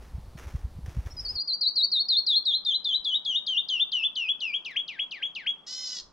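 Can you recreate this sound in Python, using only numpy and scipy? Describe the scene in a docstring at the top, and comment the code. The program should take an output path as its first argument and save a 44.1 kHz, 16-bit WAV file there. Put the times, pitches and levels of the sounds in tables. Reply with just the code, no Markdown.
"""On a gritty trail two steps crunch and low bumps shake the hand-held microphone, then a cut to quieter canyon air.
A canyon wren whistles a long cascade of scooped notes, tones that drop, slide down and hook up; the notes
slow and sink in pitch, and the song ends on a nasal buzz of pulses. Thin slurs come from a far bird.
Rock echoes, pine scatter and a faint wall tail surround the birds; shaped noise makes grit, rumble and breeze."""
import sys
import numpy as np
from scipy import signal
from scipy.fft import rfft, irfft, next_fast_len
from scipy.io import wavfile
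from scipy.ndimage import uniform_filter1d

SR = 44100
rng = np.random.default_rng(int(sys.argv[2]) if len(sys.argv) > 2 else 0)


def wav_out(sig):
    """Save sig, one row per channel (or a flat mono array), as 16-bit PCM at SR to the path in sys.argv[1]."""
    wavfile.write(sys.argv[1], SR, np.round(np.clip(np.atleast_2d(sig).T, -1, 1) * 32767).astype(np.int16))


N = 270112
T = np.arange(N) / SR   # time axis, s

# Wren notes, level before the song fader: start_s, downward_slide_s, held_top_hz, level_db
WREN_NOTES = [(1.102, .013, 5670, -47), (1.165, .023, 5380, -32.5), (1.247, .030, 5050, -28),
              (1.351, .039, 4770, -25.3), (1.472, .046, 4610, -23.3), (1.608, .052, 4520, -20.7),
              (1.756, .059, 4470, -19.2), (1.915, .067, 4370, -20), (2.084, .071, 4310, -18),
              (2.264, .077, 4210, -17.8), (2.452, .079, 4120, -19.3), (2.648, .081, 4010, -20),
              (2.843, .086, 3925, -20), (3.044, .088, 3780, -20.3), (3.248, .096, 3695, -20.8),
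              (3.465, .099, 3620, -18.5), (3.685, .105, 3550, -18.3), (3.917, .110, 3455, -19),
              (4.154, .122, 3355, -19.7), (4.403, .124, 3295, -21.3), (4.647, .105, 3305, -22),
              (4.878, .103, 3305, -23.3), (5.109, .105, 3305, -22), (5.349, .106, 3300, -23)]
# Scoop, deepening along the song: time_s, depth_below_top_hz
SCOOP_DEPTH = [(1.1, 400), (1.18, 600), (1.5, 590), (2.3, 865), (3.05, 820), (4.15, 880), (4.4, 970),
               (4.65, 1700), (5.35, 1790)]
# Shape of the slide: time_s, knee_height (share of scoop), mid_height (share of knee)
SLIDE_SHAPE = [(1.25, .2, .4), (1.4, .8, .3), (2.05, .95, .43), (2.75, .5, .9), (3.15, .55, .85),
               (3.7, .57, .53), (4.4, .6, .46), (5.35, .66, .39)]
# Voice weakening as it dips below the top: time_s, loss_db_per_hz
DIP_LOSS = [(1.1, 0), (1.8, .0008), (2.5, .0045), (3.4, .0085), (3.8, .012), (4.3, .0105), (4.65, .0135)]
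# Upward hook with its held top: time_s, length_s
HOOK_LENGTH = [(1.1, .018), (1.26, .041), (2.3, .05), (4.3, .051), (4.65, .063), (5.35, .066)]
# Swell into each note: time_s, onset_level_db
ONSET_LEVEL = [(1.47, -13), (1.6, -8), (2.4, -7), (2.8, -11), (3.05, -7), (3.5, -8), (4.3, -9), (4.65, -5)]
# Throat and beak resonance during the buzz: pitch_hz, level_db
THROAT_SPECTRUM = [(1000, -59), (1520, -26.5), (2040, -20.5), (2530, -35), (3050, -13), (3560, -15),
                   (4080, -5.5), (4600, -9.5), (5100, 0), (5620, -8), (6120, -11.5), (6650, -13.5),
                   (7700, -26), (8600, -40)]
# Faint slurs of a far bird: start_s, length_s, from_hz, to_hz, level_db
FAR_SLURS = [(0.083, 0.04, 4700, 3600, -75), (0.236, .045, 4900, 3800, -73),
             (0.284, 0.029, 4370, 4950, -75), (0.35, .04, 4700, 3860, -69)]
# Echoes off nearby rock faces: delay_left_s, delay_right_s, level_db
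ROCK_ECHOES = [(.0016, .0016, -26.5), (.005, 0.0032, -17), (.012, .0121, -17), (.0226, .0227, -20.5),
               (.0338, .0365, -29)]
# Left-right balance of the birds, positive to the left: time_s, balance_db
BIRD_BEARING = [(1.1, .6), (2.2, 1.8), (3.2, 3.1), (5.55, 3), (5.66, -.3)]
# Boots pressing and scuffing the grit: start_s, level_db, fade_to_1/e_s
BOOT_SCUFFS = [(0, -58.5, .16), (.37, -46.5, .05), (.415, -49.5, .02), (.465, -51, .1), (.855, -54, .27),
               (1.055, -54.5, .05), (1.2, -58, .3)]
# Pebbles and twigs that snap, before the snap trim: start_s, level_db
PEBBLE_SNAPS = [(0.387, -37), (.428, -53), (.473, -51), (.49, -60), (0.561, -41), (0.861, -36.5),
                (1.061, -39), (1.071, -39.5), (4.71, -44)]
# Relative spectrum of grit: pitch_hz, level_db (per hz)
GRIT_SPECTRUM = [(150, -8.5), (330, 3), (800, 0.5), (1900, -2), (2900, -7.5), (4400, -15.5), (5800, -8.5),
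                 (8000, -20), (10000, -19), (15000, -24.5)]
# Low bumps on the microphone, before gain and filter: middle_s, level_db, pitch_hz
MIC_BUMPS = [(.152, -26, 63), (0.185, -30.5, 120), (.278, -41, 74.5), (.356, -33.5, 130),
             (.474, -27.5, 63.3), (.547, -28.5, 139), (0.554, -20.5, 67), (.651, -21, 60),
             (0.77, -31, 67.5), (0.79, -30.5, 134), (0.847, -29, 60), (0.885, -26.5, 91),
             (0.973, -22.5, 113), (.991, -19.5, 60), (1.068, -26.5, 75.6), (1.141, -36.5, 71),
             (1.212, -45, 93), (1.351, -37, 55)]
# Hand shifting on the microphone: middle_s, half_length_s, level_db
GRIP_SHIFTS = [(2.55, .055, -62), (3.0, .018, -63), (6.07, .05, -58)]
# Relative spectrum of the air on the trail: pitch_hz, level_db (per hz)
TRAIL_AIR_SPECTRUM = [(25, 15), (55, 26), (120, 8.5), (220, 5), (400, -2), (900, -3), (1500, -12.5),
                      (2500, -17), (4500, -15.5), (7000, -22.5), (10000, -22), (15500, -29)]
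# Relative spectrum of the air over the canyon: pitch_hz, level_db (per hz)
CANYON_AIR_SPECTRUM = [(25, -2), (60, -1.5), (100, -19), (150, 6.5), (250, 3), (500, 0.5), (1200, 0),
                       (1900, -13.5), (3000, -22.5), (5000, -22.5), (7000, -28.5), (10000, -37),
                       (15000, -47)]
# Left-right likeness of the canyon air: pitch_hz, likeness (0 to 1)
AIR_LIKENESS = [(100, .4), (280, .48), (1000, .62), (4000, .8), (12000, .55)]
# Left-right balance of the canyon air, positive to the left: pitch_hz, balance_db
AIR_BALANCE = [(60, 0), (220, -1.5), (700, -.5), (1500, .3), (4000, .5), (9000, -.5), (15000, -3)]

ATTACK_S, RELEASE_S = .006, .016   # edges of each whistled note
BUZZ_HZ, BUZZ_DB = 511.5, -37   # pulse rate before bends, level at the crest before the buzz fader
BUZZ_START_S, BUZZ_CREST_S, BUZZ_BREAK_S, BUZZ_END_S = 5.664, 5.79, 5.88, 6.016
PORT_LAG_S = .000017   # the left microphone port hears the birds this much later
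SCUFF_RISE_S = .018
CUT_S = 1.376   # middle of the cut from trail to canyon background
TRAIL_DB, CANYON_DB = -47, -61   # air levels
TRAIL_RUMBLE_DB, CANYON_RUMBLE_DB = -52, -85   # the canyon rumble lies under the trail rumble too
CUTOFF_HZ = 15700


def cascade(onset_hz=5250, least_drop_hz=300, crest_hz=80, knee_share=.18, mid_share=.56, dwell_share=.08,
            rise_s=.023, settle_s=.0068, knee_softness=.28, hold_fade_db=-4.5, strained_hz=2100, relaxed=-.4,
            overtones_floor_db=-2.2, turn_dip_db=-2.5, turn_dip_s=.013, strain_overtones_db=1.2,
            attack_overtones_db=7, hook_overtones_db=-9, bite_s=.04, waver=.0065, flutter_db=1.65):
    """Each note drops to a knee, slides to a turn and hooks up; returns pitch, amplitude, overtone boost (dB)."""
    pitch, level, overtones_db = np.full(N, 3000.), np.zeros(N), np.zeros(N)
    for start, fall, top_hz, db in WREN_NOTES:
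        depth, = at_time(SCOOP_DEPTH, start)
        knee_height, mid_height = at_time(SLIDE_SHAPE, start)
        loss, = at_time(DIP_LOSS, start)
        onset_db, = at_time(ONSET_LEVEL, start)
        hook_s, = at_time(HOOK_LENGTH, start)
        turn = start + fall
        end = turn + hook_s
        knee, mid = start + knee_share * fall, start + mid_share * fall
        top = turn + min(rise_s, hook_s / 2)
        span = (T >= start) & (T < end)
        t = T[span]

        low_hz, knee_above = top_hz - depth, knee_height * depth
        drop_hz = max(onset_hz - low_hz - knee_above, least_drop_hz)
        drop = drop_hz * np.exp(-((t - start) / settle_s) ** 1.25)
        slide_times = [knee, mid, turn - dwell_share * fall]
        slide = np.interp(t, slide_times, [knee_above, mid_height * knee_above, 0])
        slide = uniform_filter1d(slide, size=300)
        rising = ease((t - turn) / (top - turn))
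        held = np.clip((t - top) / (end - top), 0, 1)
        crest = crest_hz * (np.sin(np.pi * held) - .5 * rising)   # the held top arches over
        pitch[span] = low_hz + drop + slide + depth * rising ** 2 + crest

        # a long drop bites at the attack and tires on the hook; strain scales these dB settings
        strain = np.interp(drop_hz, [least_drop_hz, strained_hz], [relaxed, 1])
        bite_db = attack_overtones_db * np.exp(-(t - start) / bite_s)
        strained_db = strain_overtones_db + bite_db + hook_overtones_db * rising
        overtones_db[span] = overtones_floor_db + strain * strained_db

        swell_db = onset_db * np.interp(t, [start, knee, mid], [1, knee_softness, 0])
        dip_db = -loss * (depth - slide) * (1 - rising)
        # the voice eases off before it turns
        dip_db = dip_db + turn_dip_db * np.exp(-((t - turn) / turn_dip_s + 1) ** 2)
        edges = ease((t - start) / ATTACK_S) * ease((end - t) / RELEASE_S)
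        level[span] = from_db(db + swell_db + dip_db + strain * hold_fade_db * held) * edges
    return pitch * (1 + waver * drift(120)), level * from_db(flutter_db * drift(47)), overtones_db


def whistle(pitch, level, overtones_db, overtone_flutter_db=3.8):
    """A nearly pure tone whose two overtones leak most on low pitches, varied by the boost and a flutter."""
    phase = 2 * np.pi * np.cumsum(pitch) / SR
    leak = from_db(overtones_db + overtone_flutter_db * drift(71))
    # each curve: pitch_hz, level_db
    second = from_db(at_hz([(1500, -3), (2000, -11), (2550, -25), (3200, -27.5), (3450, -38.5),
                            (3750, -41), (4400, -45), (5200, -54)], pitch))
    third = from_db(at_hz([(1500, -19), (2000, -31), (2350, -47), (2750, -60), (3400, -58),
                           (4200, -48), (5000, -64)], pitch))
    # the voice is a little weaker around 1900 Hz
    carry = from_db(at_hz([(1500, -1.5), (1900, -4.5), (2300, -1.5), (2700, -.5), (4500, 0), (5400, 1)], pitch))
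    overtones = second * np.sin(2 * phase) + third * np.sin(3 * phase)
    return np.sqrt(2) * level * carry * (np.sin(phase) + leak * overtones)


def buzz_arch(scoop_hz=52, scoop_s=.024, sag_hz=34, collapse_hz=55, collapse_s=.013, swell_db=-5, sag_db=-2.5,
              attack_s=.012, release_s=.022, steady_rough=.37, broken_rough=.27, break_s=.03):
    """The buzz scoops up, roughens, sags and collapses; returns pulse rate, amplitude and roughness."""
    t = np.clip(T, BUZZ_START_S, BUZZ_END_S)
    since, left = t - BUZZ_START_S, BUZZ_END_S - t
    early = np.maximum((BUZZ_CREST_S - t) / (BUZZ_CREST_S - BUZZ_START_S), 0) ** 2
    sag = np.maximum((t - BUZZ_CREST_S) / (BUZZ_END_S - BUZZ_CREST_S), 0) ** 2
    scoop = scoop_hz * np.exp(-since / scoop_s)
    collapse = collapse_hz * np.exp(-left / collapse_s)
    rate = BUZZ_HZ - scoop - sag_hz * sag - collapse
    level = from_db(BUZZ_DB + swell_db * early + sag_db * sag) * ease(since / attack_s) * ease(left / release_s)
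    return rate, level, steady_rough + broken_rough * ease((t - BUZZ_BREAK_S) / break_s)


def buzz(ripple_db=2.5, ripple_hz=62, jitter=.0089, shimmer_db=3.0, rasp_db=-8, partial_flutter_db=4.0,
         partial_slip=1.0, sweep=.13):
    """Each pulse of the syrinx is a tiny downward chirp with a puff of noise; roughness scales the unsteadiness."""
    rate, level, rough = buzz_arch()
    phase = 2 * np.pi * np.cumsum(rate * (1 + jitter * rough * drift(230))) / SR
    pulses = np.zeros(N)
    for k in range(2, 18):
        # high partials come first in each pulse
        lead = np.pi * sweep * k ** 2 + partial_slip * rough * drift(60)
        partial_db = at_hz(THROAT_SPECTRUM, k * rate) + partial_flutter_db * rough * drift(45)
        pulses += from_db(partial_db) * np.cos(k * phase + lead)
    pulses /= np.sqrt(uniform_filter1d(pulses ** 2, size=1200))   # even out the running level
    puffs = rng.standard_normal(N) * (1 + .5 * np.cos(phase))
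    rasp = colour(puffs, [(1500, -47), (2800, -7), (4000, -19), (5200, 5), (6500, -13), (7700, -20),
                          (8600, -24), (10000, -28), (10700, -73)])
    # a 62 Hz ripple in loudness, as from overlapping echoes
    ripple = ripple_db * np.sin(2 * np.pi * ripple_hz * T + drift(15))
    unsteady = from_db(rough * (ripple + shimmer_db * drift(130)))
    return level * unsteady * (pulses + rough * from_db(rasp_db) * rasp)


def far_bird():
    """Thin whistles from far off, each a sine gliding between two pitches under a rounded swell."""
    out = np.zeros(N)
    for start, length, from_hz, to_hz, db in FAR_SLURS:
        u = np.clip((T - start) / length, 0, 1)
        phase = 2 * np.pi * np.cumsum(from_hz + (to_hz - from_hz) * u) / SR
        out += from_db(db) * np.sqrt(2) * np.sin(np.pi * u) ** 2 * np.sin(phase)
    return out


def scatter(x, delay_s, t60, side_db, echoes_per_s=1500):
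    """A dying swarm of small random echoes; its middle part has unit energy, its side part sits at side_db."""
    t = T[:SR]
    fade = np.clip(t / delay_s - .5, 0, 1) * from_db(-60 * t / t60)
    echoes = rng.standard_normal((2, SR)) * (rng.random((2, SR)) < echoes_per_s / SR) * fade
    mid, side = echoes / np.sqrt(np.sum(echoes ** 2, axis=1, keepdims=True))
    response = mid + from_db(side_db) * side * [[1], [-1]]
    return signal.fftconvolve(x[None], response, axes=1)[:, :N]


def canyon(x, trees_db=-10.3, walls_db=-26):
    """Direct sound, quick echoes off nearby rock, scatter from the pines and a faint tail from the walls."""
    rocks = sum(from_db(db) * np.array([delayed(x, left_s), delayed(x, right_s)])
                for left_s, right_s, db in ROCK_ECHOES)
    trees = scatter(x, delay_s=.0054, t60=.2, side_db=-5, echoes_per_s=900)
    walls = scatter(x, delay_s=.045, t60=.55, side_db=-6, echoes_per_s=300)
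    left, right = x + rocks + from_db(trees_db) * trees + from_db(walls_db) * walls
    # a phase tilt delays the left port by less than a sample
    lag = np.exp(-2j * np.pi * np.fft.rfftfreq(N, 1 / SR) * PORT_LAG_S)
    left = irfft(rfft(left) * lag, N)
    pan_db, = at_time(BIRD_BEARING, T)
    return np.array([left, right]) * from_db(pan_db * [[.5], [-.5]])


def tread():
    """Weight of the boots on the grit: each scuff comes on quickly and dies away; their powers add."""
    power = np.zeros(N)
    for start, db, fade_s in BOOT_SCUFFS:
        since = T - start
        fade = np.exp(-np.maximum(since - SCUFF_RISE_S, 0) / fade_s)
        power += (from_db(db) * ease(since / SCUFF_RISE_S) * fade) ** 2
    return np.sqrt(power) * (1 - after_cut())


def footsteps(grains_per_s=3500, size_db=4.0, snap_s=.0048, snap_db=-8):
    """Grit gives way in countless tiny slips under the boot, and a few pebbles snap as short noise bursts."""
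    born = rng.random((2, N)) < grains_per_s / SR
    sizes = from_db(size_db * np.minimum(rng.exponential(1, (2, N)), 4))
    grains = born * rng.choice([-1, 1], (2, N)) * sizes
    snaps = sum(from_db(db + snap_db) * (T >= s) * np.exp(-np.abs(T - s) / snap_s) for s, db in PEBBLE_SNAPS)
    crunch = tread() * colour(ahead(grains), GRIT_SPECTRUM)
    return crunch + snaps * colour(ahead(rng.standard_normal((2, N))), GRIT_SPECTRUM)


def handling():
    """Strength of the hand's rumble: strong on the trail, very faint after the cut, with swells as the grip shifts."""
    shifts = sum(from_db(db) * np.exp(-((T - s) / half_s) ** 2) for s, half_s, db in GRIP_SHIFTS)
    return shifts + from_db(TRAIL_RUMBLE_DB) * (1 - after_cut()) + from_db(CANYON_RUMBLE_DB)


def bumps(cycles=.43, top_hz=360):
    """Heavily damped pushes and pulls of pressure over a soft rumble, the same in both channels."""
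    swings = np.zeros(N)
    for middle, db, hz in MIC_BUMPS:
        t = T - middle
        damping = np.exp(-np.minimum(np.abs(t) * hz / cycles, 20))
        swings += -1.4 * from_db(db) * np.sin(2 * np.pi * hz * t) * damping
    rumble = colour(rng.standard_normal(N), [(15, -5.5), (40, -1), (70, -19), (150, -17), (500, -70.5)])
    band = signal.butter(2, [28, top_hz], "band", fs=SR, output="sos")
    return signal.sosfiltfilt(band, swings) + handling() * rumble


def air():
    """Breeze in the pines as shaped noise: rumbling and hissy on the trail, soft and dull over the canyon."""
    canyon_share = after_cut()
    trail = from_db(TRAIL_DB) * colour(ahead(rng.standard_normal((2, N))), TRAIL_AIR_SPECTRUM)
    overlook = from_db(CANYON_DB) * colour(widen(rng.standard_normal((2, N))), CANYON_AIR_SPECTRUM)
    return (1 - canyon_share) * trail + canyon_share * overlook


def after_cut():
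    """0 before the cut, 1 after, with a 4 ms crossfade."""
    return np.clip((T - CUT_S) / .004 + .5, 0, 1)


def ahead(pair, side_db=-26):
    """Two unrelated signals become a sound straight ahead, nearly the same in both channels."""
    return pair[0] + from_db(side_db) * pair[1] * np.array([[1], [-1]])


def widen(pair):
    """Two unrelated signals become left and right in the open air, partly alike."""
    hz = np.fft.rfftfreq(N, 1 / SR)
    alike = np.clip(at_hz(AIR_LIKENESS, hz), 0, 1)
    mid, side = rfft(pair)
    sign = np.array([[1], [-1]])
    spread = np.sqrt(1 + alike) * mid + np.sqrt(1 - alike) * side * sign
    return irfft(spread * from_db(sign * at_hz(AIR_BALANCE, hz) / 2), N)


def delayed(x, seconds):
    """The same sound, later."""
    return np.interp(T - seconds, T, x, left=0)


def drift(rate):
    """Slow chance with spread 1, weaker above the rate in Hz, drawn at every 16th sample."""
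    size = next_fast_len(N // 16 + 1)
    f = np.fft.rfftfreq(size, 16 / SR)
    slow = rms_one(irfft(rfft(rng.standard_normal(size)) / (1 + (f / rate) ** 2), size))
    return np.interp(np.arange(N) / 16, np.arange(size), slow)


def colour(x, spectrum):
    """Give a signal a spectrum; rms 1."""
    gain = from_db(at_hz(spectrum, np.fft.rfftfreq(N, 1 / SR)))
    return rms_one(irfft(rfft(x) * gain, N))


def at_hz(points, hz):
    """Read a spectrum on a log-frequency axis."""
    f, value = np.transpose(points)
    return np.interp(np.log(np.maximum(hz, 1)), np.log(f), value)


def at_time(rows, s):
    """Each column of a curve at the given time."""
    times, *columns = np.transpose(rows)
    return [np.interp(s, times, c) for c in columns]


def ease(u):
    """A quarter-sine step from 0 to 1."""
    return np.sin(np.pi / 2 * np.clip(u, 0, 1))


def from_db(db):
    """Decibels to gain."""
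    return 10 ** (np.asarray(db) / 20)


def rms_one(x):
    """Scale to rms 1."""
    return x / np.sqrt(np.mean(x ** 2) + 1e-20)


def scene(whistle_db=-2.61, buzz_db=.43):
    """The birds through the canyon; boots, bumps and air close by."""
    song = from_db(whistle_db) * whistle(*cascade()) + from_db(buzz_db) * buzz()
    return canyon(song + far_bird()) + footsteps() + bumps() + air()


def record(dry):
    """A steep low-pass filter cuts the top."""
    return signal.sosfilt(signal.ellip(10, .1, 80, CUTOFF_HZ, fs=SR, output="sos"), dry)


dry = scene()
out = record(dry)
wav_out(out)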